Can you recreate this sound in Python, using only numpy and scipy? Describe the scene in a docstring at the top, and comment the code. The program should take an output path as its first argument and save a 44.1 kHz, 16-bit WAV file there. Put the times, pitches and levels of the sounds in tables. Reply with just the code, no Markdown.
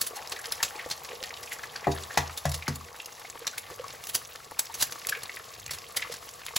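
"""Oil hisses and crackles at once under an egg frying close by; water drops spit and steam bubbles plop.
Then a second egg is knocked four times on the pan's rim: each blow is a hollow tock, a ringing pan and a shell crack.
The hiss is modulated noise, crackles and bubbles are random grains, and spits are shaped jets of noise.
Pitched pops, the plops and the whistling notes in spits, are damped resonances; knocks excite the pan's modes.
The pan's hollow colours small ticks; a small kitchen adds a diffuse answer and a low rumble."""
import sys
import numpy as np
from scipy import signal
from scipy.fft import rfft, irfft, next_fast_len
from scipy.io import wavfile
from scipy.ndimage import uniform_filter1d, map_coordinates

SR = 44100
rng = np.random.default_rng(int(sys.argv[2]) if len(sys.argv) > 2 else 0)


def generate_wav(sig):
    """Save sig (samples, or channels by samples) to the path in sys.argv[1] as 16-bit PCM at SR."""
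    pcm = np.round(np.clip(np.atleast_2d(sig).T, -1, 1) * 32767).astype(np.int16)
    wavfile.write(sys.argv[1], SR, pcm)


N = 290178  # samples
TOP_HZ = 15850  # upper limit of the grains' pitches and of the whole sound

# The kitchen's low rumble. Each row: frequency in Hz, relative level in dB per Hz.
RUMBLE_SPECTRUM = [(25, -50), (45, -9), (75, -1), (130, 0), (200, -14), (350, -17), (800, -29),
                   (4000, -47.5)]
# Decay of the kitchen's answer. Each row: frequency in Hz, time to fall 60 dB in seconds.
ROOM_DECAY = [(100, 0.4335), (1000, 0.28024), (5000, 0.2448), (15000, 0.2097)]
# Stereo width. Each row: frequency in Hz, gain of the side signal in dB.
SIDE_GAIN = [(80, -18), (200, -12), (450, -.5), (1300, 1.5), (2400, -5.5), (5000, -27), (15000, -12)]
# Stereo balance. Each row: frequency in Hz, left minus right in dB.
LEFT_RIGHT_BALANCE = [(100, 0), (200, 3), (380, -4.5), (520, -2), (700, 6.5), (1290, 2.5), (2400, -0.1569),
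                      (5000, 0)]

# How hard the oil fries. Each row: time in seconds, reference level in dB.
FRYING_LEVEL = [(0.0, -47), (0.22, -48.5), (0.53, -46), (1.1, -49), (1.83, -48), (2.02, -46.5),
                (2.6, -49.5), (2.77, -52), (3.24, -51), (4.1, -50), (4.49, -52.5), (4.8, -49.5),
                (4.95, -48), (5.66, -51.5), (6.07, -48), (6.58, -50.5)]
# Hiss of the oil. Each row: frequency in Hz, relative level in dB per Hz.
HISS_SPECTRUM = [(100, -20), (400, -9.5), (1200, -6.5), (2100, -1), (3200, -1.0925), (4100, 1.5), (5200, 1),
                 (7500, -1.5), (11000, -1), (13000, -3.5), (16000, -7)]
# Simmer under the egg. Each row: frequency in Hz, relative level in dB per Hz.
SIMMER_SPECTRUM = [(100, -20), (240, -5.5), (330, -15), (410, -5.5), (475, 5.5), (560, -3.5), (680, -1),
                   (870, -8.5), (1150, 2), (1450, -7.5), (3000, -24.5), (8000, -48)]
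# Air modes of the pan's hollow. Each row: frequency in Hz, bandwidth in Hz, gain in dB.
HOLLOW_MODES = [(481.03, 53.92, -0.5), (671.9, 222, -10), (1145, 87.23, -1), (1884.5, 381.6, -5.5)]
CLUSTER_COUNT, CLUSTER_S = 4, .03  # droplets set each other off: number in a cluster, and over how long
SIMMER_DB, SETTING_DB_PER_S = -3, 0.2346  # simmer against the frying; it weakens as the white sets
# Steam seeping from under the white starts quickly, then runs out.
SEEP_START_S, SEEP_ATTACK_S, SEEP_DB, SEEP_FADE_DB_PER_S = .13, .04, -51, 3.5

SCATTER_DB, LENGTH_SCATTER = 2.5, 0.4298  # small drops and bubbles: +- level, and +- natural log of length

# The loudest pitched pops: plops of bubbles, and whistling notes within the spits.
# Each row: time in seconds, level in dB, pitch in Hz, time to fall 60 dB in seconds.
LOUD_POPS = [(0.168, -36, 840, .07), (0.2, -44, 480, .08), (0.335, -43, 470, .13), (0.366, -38, 1800, .06),
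             (0.392, -39, 1600, .05), (0.445, -39, 2050, .07), (0.483, -41, 480, .06),
             (0.523, -26, 4100, .02), (0.605, -35, 1800, .09), (0.608, -39, 900, .06),
             (0.708, -37, 1600, .02), (0.757, -40, 480, .054), (0.795, -34.5, 2150, .1),
             (0.825, -40, 1150, .05), (0.845, -37, 1800, .012), (1.116, -37, 468, .115),
             (1.213, -40, 518, .088), (1.239, -32, 4100, .03), (1.245, -38, 1800, .04),
             (1.307, -31.5, 1850, .018), (1.341, -33, 3900, .02), (1.373, -36, 3300, .015),
             (1.476, -38, 2500, .03), (1.518, -32, 2036, .07), (1.595, -39, 1700, .03),
             (1.637, -31.5, 1700, .035), (1.758, -34.5, 1600, .045), (1.762, -29, 4800, .025),
             (1.845, -35, 2000, .09), (1.963, -38, 1800, .03), (2.038, -35, 3800, .025),
             (2.107, -35, 1700, .075), (2.297, -35, 1155, .038), (2.625, -31.5, 2300, .03),
             (2.67, -37, 2117, .1), (2.81, -39, 1150, .025), (3.002, -33, 2714, .045),
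             (3.251, -38, 2200, .04), (3.42, -39, 470, .06), (3.469, -33, 1150, .02),
             (3.476, -26, 4000, .03), (3.535, -41, 1500, .05), (3.581, -33, 2200, .025),
             (3.717, -37, 470, .039), (3.798, -30, 494, .04), (3.843, -35, 1099, .055),
             (3.905, -38, 4300, .03), (3.938, -41, 520, .04), (4.217, -40, 1250, .025),
             (4.402, -39, 1300, .012), (4.7, -38, 900, .035), (5.05, -29, 2280, .008),
             (5.09, -33, 2772, .044), (5.126, -22, 1650, .04), (5.152, -33, 2200, .08),
             (5.171, -39, 480, .035), (5.258, -35, 4000, .015), (5.296, -27.5, 2143, .015),
             (5.371, -33, 1905, .03), (5.398, -39, 1500, .04), (5.68, -37, 2400, .015),
             (5.695, -33, 2006, .018), (5.712, -37, 2000, .03), (5.972, -28, 1900, .03),
             (5.997, -33, 2000, .03), (6.024, -24, 2200, .034), (6.05, -40, 1130, .08),
             (6.1, -33.5, 468, .037), (6.485, -31.5, 2353, .023), (6.565, -26, 3100, .035)]
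SMALL_PLOPS_PER_S, SMALL_PLOP_DB, SMALL_PLOP_S = 2, -51, .025  # rate, central level, central decay
LOW_PLOP_HZ, HIGH_PLOP_HZ = 445.04, 2570.9
RING_CYCLES = 45  # a pop's own note dies 60 dB within this many cycles
RING_DB, SPATTER_DB = -4.5, -8.5  # that note, and the oil thrown up, against the fluttering steam

# The loudest water drops bursting in the oil.
# Each row: peak in seconds, level in dB before the common lift, time to rise 60 dB in seconds,
# time to fall 60 dB in seconds, treble tint in dB.
LOUD_DROPS = [(0.0159, -19, .016, .042, 7), (0.0666, -27, .01, .06, 6), (0.168, -35, .05, .03, 3),
              (0.274, -33, .002, .015, -8), (0.3215, -27, .01, .038, -8), (0.457, -31, .004, .03, -6),
              (0.5223, -22, .006, .026, 6), (0.6287, -16, .004, .012, -3), (0.6314, -17, .003, .028, -2),
              (0.645, -30, .02, .08, -6), (0.901, -31, .004, .02, 0), (0.9137, -27, .035, .07, -9),
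              (1.048, -36, .005, .03, -6), (1.2283, -27, .002, .009, -13), (1.2369, -33, .004, .033, -3),
              (1.433, -36, .02, .04, -3), (1.5298, -35, .07, .06, 2), (1.919, -34, .03, .05, -8),
              (2.3777, -28, .02, .049, 4), (2.495, -32, .015, .03, 2), (2.5163, -29, .003, .036, -1),
              (2.5441, -28, .024, .055, -1), (2.7587, -33, .025, .025, 3), (3.0588, -32, .003, .022, 3),
              (3.4695, -23, .008, .025, -6), (3.477, -26, .003, .022, -5), (3.5805, -27, .006, .038, 7),
              (3.882, -34, .002, .012, -10), (4.039, -31, .002, .012, 3), (4.0699, -32, .002, .036, 4),
              (4.0966, -30, .036, .031, 5), (4.152, -19, .036, .052, 4), (4.358, -33, .002, .012, -8),
              (4.5947, -16, .013, .029, 5), (4.7416, -31, .006, .08, 1), (4.814, -26, .088, .11, 1),
              (4.8255, -16, .011, .042, 2), (4.9228, -28, .003, .022, -2), (5.07, -20, .004, .01, 6),
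              (5.0888, -26, .005, .016, -1), (5.0947, -21.5, .008, .026, 5), (5.2335, -30, .005, .027, 3),
              (5.363, -31, .002, .008, 2), (5.6631, -30, .003, .013, -1), (5.71, -28, .01, .05, 0),
              (5.738, -34, .04, .07, -2), (5.786, -35, .004, .025, -6), (5.9705, -21, .024, .041, 2),
              (6.1203, -34, .02, .06, -3), (6.14, -32, .003, .015, -3), (6.29, -34, .002, .012, -5),
              (6.4652, -25, .002, .008, 3), (6.5639, -18.5, .016, .036, 0)]
DROP_LIFT_DB = 1.4742  # common lift of all drops, large and small
# Colour of every jet. Each row: frequency in Hz, relative level in dB per Hz.
JET_SPECTRUM = [(30, -28.5), (110, 5.5), (200, -2.5), (350, -4.5), (500, 0.5), (1700, 3.5), (3100, -3.5),
                (4100, 0.5), (5200, 0), (8000, -.5), (11000, 0.5), (13000, -4), (16000, -5.5)]
SPIT_BODY_DB = -7  # tint of the drops' low mids
SMALL_SPITS_PER_S, SMALL_SPIT_DB, SMALL_SPIT_S = 2.6, -41, 0.013  # rate, central level before lift, fall
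SMALL_SPIT_RISE_S, SMALL_SPIT_TREBLE_DB = .004, 11  # they burst at once; treble tint of the brightest
SPRAY_PER_S, SPRAY_DB = 700, -11  # droplets clicking around every jet: rate, level against it

# The egg on the rim. Each row: time in seconds, the pan's thump in dB, boom in dB, body in dB, ring in dB,
# contact cut-off in Hz, the egg's tock in dB, tock pitch in Hz, tock's time to fall 60 dB in seconds,
# shell crack in dB.
EGG_KNOCKS = [(1.869, -24.5, -28.5, -20.5, -28.5, 1020, -13.5, 685, .028, -38),
              (2.1735, -25.5, -39, -35, -30, 3000, -14.5, 780, .011, -14.5),
              (2.453, -22.5, -39, -45, -37, 3000, -18, 700, .012, -24),
              (2.679, -26, -26.5, -39, -44, 3000, -30, 900, .011, -22)]
# Modes of the pan on its hob. Each row: frequency in Hz, relative level in dB, time to fall 60 dB in seconds.
PAN_MODES = [(48.3, -18, .35), (80.2, -6.5, .42), (104, -16, .18), (138, -1, .31), (225, -3, .25),
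             (256, -4, .15), (301, -3.5, .21), (386, -3, .2), (468, -3, .17), (587, -10, .22),
             (686, -4.5, .27), (883, -10, .24), (964, -7, .22), (1087, -4, .17), (1152, -4, .26),
             (1696, -6, .23), (1860, 0, .1), (1943, -1, .23), (2552, -9, .2), (2740, -8, .2)]
# Thud of the blow. Each row: frequency in Hz, relative level in dB per Hz.
THUD_SPECTRUM = [(30, -34), (110, -2), (250, -1), (420, -2.5), (680, 1), (1100, -1.5), (1700, -12.5),
                 (5000, -48)]
CRUNCH_DB = -15  # bits of shell grind on after each blow, against its crack
# The pressing egg stiffens the low modes: initial share of pitch, and time constant of its release.
PRESS_SHARP, PRESS_S = .09, .022


def amp(db):
    """Decibels are a logarithmic measure of gain."""
    return 10 ** (np.asarray(db) / 20)


def unit(x):
    """Normalisation to an rms value of 1."""
    return x / np.sqrt(np.mean(x ** 2) + 1e-20)


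def along(points, hz):
    """Interpolation of (Hz, value) points on a logarithmic frequency axis."""
    f, v = np.transpose(points)
    return np.interp(np.log(hz + 1), np.log(f + 1), v)


def wobble(rate):
    """Slow random modulation: a smooth curve through rate random knots a second."""
    knots = rng.standard_normal(int(N * rate / SR) + 4)
    return map_coordinates(knots, [np.arange(N) * rate / SR])


def filtered(x, response):
    """Linear filtering: the spectrum is multiplied by a complex response of frequency."""
    n = x.shape[-1]
    m = next_fast_len(n + 4096)
    return irfft(rfft(x, m) * response(np.fft.rfftfreq(m, 1 / SR)), m)[..., :n]


def coloured(x, spectrum):
    """Spectral shaping of x by the given levels, normalised to rms 1."""
    return unit(filtered(x, lambda hz: amp(along(spectrum, hz))))


def resonance(hz, centre, width):
    """Frequency response of one damped mode."""
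    return 1j * hz * width / (centre ** 2 - hz ** 2 + 1j * hz * width)


def hollow(x):
    """Cavity resonance: the air modes of the pan's hollow colour x, at rms 1."""
    return unit(filtered(x, lambda hz: sum(amp(db) * resonance(hz, f, w) for f, w, db in HOLLOW_MODES)))


def add(track, s, sound):
    """Superposition: a sound is added to the track from time s."""
    start = round(s * SR)
    part = sound[max(-start, 0):max(N - start, 0)]
    track[max(start, 0):][:len(part)] += part


def clicks(rate, count):
    """Random impulses of random size, about rate a second over count samples, at rms 1."""
    chance, size = rng.random(count), rng.standard_normal(count)
    return unit(size * (chance < rate / SR))


def small_events(rate, db, length):
    """Random events (s, level dB, length s, rank 0-1), scattered about one level and length."""
    when, size, life, rank = rng.random((int(rate * N / SR), 4)).T
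    levels = db + SCATTER_DB * (2 * size - 1)
    lengths = length * np.exp(LENGTH_SCATTER * (2 * life - 1))
    return zip(when * N / SR, levels, lengths, rank)


def rumble():
    """Low-frequency room noise: coloured noise whose level drifts slowly."""
    return amp(-60.0 + 2.512 * wobble(5.6)) * coloured(rng.standard_normal((2, N)), RUMBLE_SPECTRUM)


def room(x):
    """Diffuse reverberation: the kitchen's answer is decaying noise, independent in each channel."""
    hz, t, z = signal.stft(rng.standard_normal((2, SR // 2)), SR, nperseg=256)
    decay = amp(-60 * t / along(ROOM_DECAY, hz)[:, None])
    tail = signal.istft(z * decay, SR, nperseg=256)[1]
    delayed = np.pad(x, (SR // 300, 0))[None]
    return signal.fftconvolve(delayed, tail / np.linalg.norm(tail[0]), axes=1)[:, :N]


def walls(x, echo_db, count):
    """Early reflection: the pan's sloping walls and the hob send back a few delayed copies."""
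    delays, signs = rng.uniform(0.00041114, .006, count), rng.choice([-1, 1], count)
    echoes = lambda hz: 1 + amp(echo_db) * signs @ np.exp(-2j * np.pi * delays[:, None] * hz)
    return filtered(x, echoes) / np.sqrt(1 + count * amp(echo_db) ** 2)


def grains(rate, pitch_hz, spread, cycles, size_db, count):
    """Bubble oscillation: damped sines at random times, count samples long, a few much larger than the rest."""
    when, pitch, size = rng.random((int(rate * N / SR), 3)).T
    hz = np.clip(pitch_hz * (pitch / (1 - pitch)) ** spread, 450, TOP_HZ)[:, None]
    gain = amp(-size_db * np.log(np.maximum(size, .015)))[:, None]
    turns = hz * np.arange(count) / SR
    waves = gain * np.sin(2 * np.pi * turns) * np.exp(-turns / cycles)
    index = (when * N).astype(int)[:, None] + np.arange(count)
    return unit(np.bincount(index.ravel(), waves.ravel(), N)[:N])


def crackle(rate, pitch_hz, spread, fall, size_db):
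    """Clustered bursting: small droplets fizz off in brief noises, each around its own pitch."""
    t = np.arange(SR // 40) / SR
    when, pitch, size, life, lag = rng.random((int(rate * N / SR), 5)).T[:, :, None]
    order = np.arange(len(when))
    # droplets of one cluster share its start
    start = when[order - order % CLUSTER_COUNT] * N + lag * CLUSTER_S * SR
    centre = np.clip(pitch_hz * (pitch / (1 - pitch)) ** spread, 900, TOP_HZ)
    hz = np.fft.rfftfreq(len(t), 1 / SR)
    noise = rfft(rng.standard_normal((len(when), len(t))))
    fizz = irfft(noise * resonance(hz, centre, 0.6092 * centre) ** 2, len(t))
    t60 = fall * (0.261 + 1.4446 * life)
    swell = (1 - np.exp(-t / 0.0003026)) * amp(-60 * t / t60)
    gain = amp(-size_db * np.log(np.maximum(size, .04))) / np.sqrt(centre)
    index = start.astype(int) + np.arange(len(t))
    return unit(np.bincount(index.ravel(), (gain * swell * fizz).ravel(), N)[:N])


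def seep(time):
    """Resonant flow noise: steam seeping from under the white sounds near 800 Hz and fades."""
    response = lambda hz: resonance(hz, 790, 300) ** 2 + 1.3 * resonance(hz, 835, 45)
    steam = unit(filtered(rng.standard_normal(N), response))
    age = time - SEEP_START_S
    level_db = SEEP_DB - SEEP_FADE_DB_PER_S * age + 2.544 * wobble(25.131)
    return np.clip(age / SEEP_ATTACK_S, 0, 1) * amp(level_db) * steam


def simmer(level_db):
    """Larger bubbles under the egg: low coloured noise, and ticks resonating in the pan's hollow."""
    ticks = grains(rate=380, pitch_hz=1200, spread=0.27, cycles=0.85, size_db=4, count=300)
    noise = coloured(rng.standard_normal((2, N)), SIMMER_SPECTRUM)
    return amp(level_db) * (amp(-.3) * noise + amp(-1.5) * hollow(ticks))


def sizzle():
    """Superposed micro-bubbles: the oil hisses and crackles, with the simmer and seeping steam."""
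    time = np.arange(N) / SR
    heat_db = np.interp(time, *np.transpose(FRYING_LEVEL))
    hiss = coloured(rng.standard_normal(N), HISS_SPECTRUM) * amp(1.611 * wobble(35) + 0.669 * wobble(220))
    sparks = crackle(rate=400, pitch_hz=7200, spread=0.38, fall=0.015, size_db=5.8)
    blips = crackle(rate=220, pitch_hz=2250, spread=.26, fall=.021, size_db=5.0)
    bubbles = grains(rate=300, pitch_hz=3007.6, spread=0.34708, cycles=3.358, size_db=5.5, count=400)
    oil = amp(heat_db) * (amp(-2.2) * hiss + amp(-2.7) * sparks + amp(-5.6) * blips + amp(-8.5) * bubbles)
    return oil + simmer(heat_db + SIMMER_DB - SETTING_DB_PER_S * time) + seep(time)


def snaps():
    """Film rupture: lone oil films snap as low dry ticks that ring the pan's hollow, and bright pinpricks."""
    low = grains(rate=11, pitch_hz=1500, spread=.22, cycles=.9, size_db=3, count=300)
    high = grains(rate=12, pitch_hz=9500, spread=.22, cycles=1.6, size_db=3.5, count=100)
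    return walls(amp(-60) * low + amp(-65) * hollow(low) + amp(-58) * high, echo_db=-10, count=6)


def pitched_pops():
    """Damped resonance: plops and whistling notes ring, flutter around their pitch, and spatter."""
    track, t = np.zeros(N), np.arange(-SR // 20, SR // 8) / SR
    small = [(s, db, LOW_PLOP_HZ * (HIGH_PLOP_HZ / LOW_PLOP_HZ) ** rank, t60)
             for s, db, t60, rank in small_events(SMALL_PLOPS_PER_S, SMALL_PLOP_DB, SMALL_PLOP_S)]
    envelope = lambda t60: amp(-60 * np.maximum(-t / (0.36 * t60), t / t60))
    for s, db, pitch_hz, t60 in LOUD_POPS + small:
        swell = envelope(t60)
        width = .22 * pitch_hz * np.sqrt(pitch_hz / 2000)
        cavity = lambda hz: resonance(hz, pitch_hz, width) * resonance(hz, pitch_hz, 1.1 * pitch_hz)
        flutter = unit(filtered(swell * rng.standard_normal(len(t)), cavity))
        ring = unit(envelope(min(t60, RING_CYCLES / pitch_hz)) * np.sin(2 * np.pi * pitch_hz * t))
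        droplets = envelope(1.7 * t60) * clicks(rate=1500, count=len(t))
        spatter = unit(filtered(droplets, lambda hz: resonance(hz, 2200, 3200) ** 2))
        pop = unit(flutter + amp(RING_DB) * ring + amp(SPATTER_DB) * spatter)
        # begins half a cycle early
        add(track, s + t[0] - .5 / pitch_hz, amp(db) * pop * np.sqrt(np.mean(swell ** 2)))
    return track


def burst(t, rise, fall, treble_db, body_db, ragged_db):
    """Jet noise: a ragged flow peaks near t = 0 in a spray of clicks, whistling at three random pitches."""
    tint = [(1600, body_db), (3200, 0), (6000, 0), (9500, treble_db)]
    whistle_hz = 4300 * np.exp(.4 * rng.standard_normal(size=(3, 1)))
    whistles = lambda hz: 1 + 1.1 * resonance(hz, whistle_hz, .05 * whistle_hz).sum(0)
    colour = lambda hz: amp(along(JET_SPECTRUM, hz) + along(tint, hz)) * whistles(hz)
    jet = unit(filtered(rng.standard_normal(len(t)), colour))
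    spray = unit(filtered(clicks(SPRAY_PER_S, len(t)), colour))
    sputter = amp(ragged_db * unit(uniform_filter1d(rng.standard_normal(len(t)), size=50)))
    swell = amp(-60 * np.maximum(-t / rise, t / fall))
    # the opening limits the flow, which rounds off the peak; the spray outlasts the jet
    flow = np.tanh(swell)
    spray_swell = swell ** np.where(t < 0, 2, .65)
    sound = jet * sputter * flow + amp(SPRAY_DB) * spray * spray_swell
    return unit(sound) * np.sqrt(np.mean(swell ** 2))


def spits():
    """Flash boiling: a water drop turns to steam, and its jet swells, bursts and dies away."""
    track, t = np.zeros(N), np.arange(-SR // 10, SR // 6) / SR
    small = [(s, db, SMALL_SPIT_RISE_S, fall, SMALL_SPIT_TREBLE_DB * rank)
             for s, db, fall, rank in small_events(SMALL_SPITS_PER_S, SMALL_SPIT_DB, SMALL_SPIT_S)]
    for s, db, rise, fall, treble_db in LOUD_DROPS + small:
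        jet = burst(t, rise, fall, treble_db, SPIT_BODY_DB, ragged_db=2.6)
        add(track, s + t[0], amp(db + DROP_LIFT_DB) * jet)
    return track


def knocks():
    """Impact excitation: the egg's hollow tock rings the pan's modes; the shell cracks and goes on crunching."""
    track, t = np.zeros(N), np.arange(SR // 2) / SR
    hz, mode_db, t60 = np.transpose(PAN_MODES)[:, :, None]
    for (s, thump_db, boom_db, body_db, ring_db, cutoff_hz,
         tock_db, tock_hz, tock_s, crack_db) in EGG_KNOCKS:
        bands = [(165, thump_db), (210, boom_db), (260, boom_db), (290, body_db), (410, body_db), (490, ring_db)]
        # a soft contact hardly excites the high modes
        force = lambda f: amp(along(bands, f)) / np.sqrt(1 + (f / cutoff_hz) ** 4)
        strength = force(hz) * amp(mode_db + rng.normal(0, 1, hz.shape) - 60 * t / t60)
        # heavy low modes take about a cycle to get going
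        onset = 1 - np.exp(-(t * hz / .8) ** 2)
        # phase advance in turns while the egg presses
        sink = PRESS_SHARP * np.minimum(hz, 250) * PRESS_S * (1 - np.exp(-t / PRESS_S))
        # the pan rocks on its supports, so each mode wavers a little
        waver = .065 * map_coordinates(rng.standard_normal(4096), [40 * t + rng.uniform(0, 4000, hz.shape)])
        swing = onset * np.sin(2 * np.pi * (hz * t + sink + waver))
        thud_noise = filtered(rng.standard_normal(len(t)), lambda f: amp(along(THUD_SPECTRUM, f)) * force(f))
        thud = thud_noise * amp(8.5 - 60 * t / .135)
        # the egg sounds while it touches the rim, then the hand damps it: a tone with a rasp
        rasp = unit(filtered(rng.standard_normal(len(t)), lambda f: resonance(f, tock_hz, .6 * tock_hz) ** 2))
        tone = np.sin(2 * np.pi * tock_hz * t)
        tock = (tone + amp(-8) * rasp) * amp(tock_db - 60 * (t / tock_s) ** 2)
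        blow = (thud + tock) * (1 - np.exp(-(t * tock_hz / .7) ** 2))
        shell = burst(t - .0015, rise=.004, fall=.036, treble_db=-5, body_db=1, ragged_db=1.5)
        crunch = burst(t - .012, rise=.02, fall=.11, treble_db=-8, body_db=2, ragged_db=5)
        crack = amp(crack_db) * (shell + amp(CRUNCH_DB) * crunch)
        add(track, s, np.sum(strength * swing, 0) + blow + crack)
    return track


def scene():
    """Superposition of the close direct sounds, their reflections and the room's rumble."""
    spit, pop, knock = spits(), pitched_pops(), knocks()
    answer = room(amp(-10) * spit + amp(-7.5) * pop + amp(-8) * knock)
    frying = walls(sizzle() + spit, echo_db=-25.5, count=7)
    return rumble() + answer + frying + snaps() + pop + knock


def record(dry):
    """Mid-side stereo: width and balance vary with pitch, and the left treble lags behind the right."""
    sign = np.array([[1], [-1]])  # left, right
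    side = filtered((dry[0] - dry[1]) / 2, lambda hz: amp(along(SIDE_GAIN, hz)))
    pair = dry.mean(0) + sign * side
    # above 7050 Hz the left lags by one more turn every 4170 Hz
    lag = lambda hz: 2 * np.pi * np.maximum(hz - 7050, 0) / 4170
    balance = lambda hz: amp(sign * along(LEFT_RIGHT_BALANCE, hz) / 2)
    pair = filtered(pair, lambda hz: balance(hz) * np.exp(-1j * (sign > 0) * lag(hz)))
    return filtered(pair, lambda hz: hz < TOP_HZ)


dry = scene()
out = record(dry)
generate_wav(out)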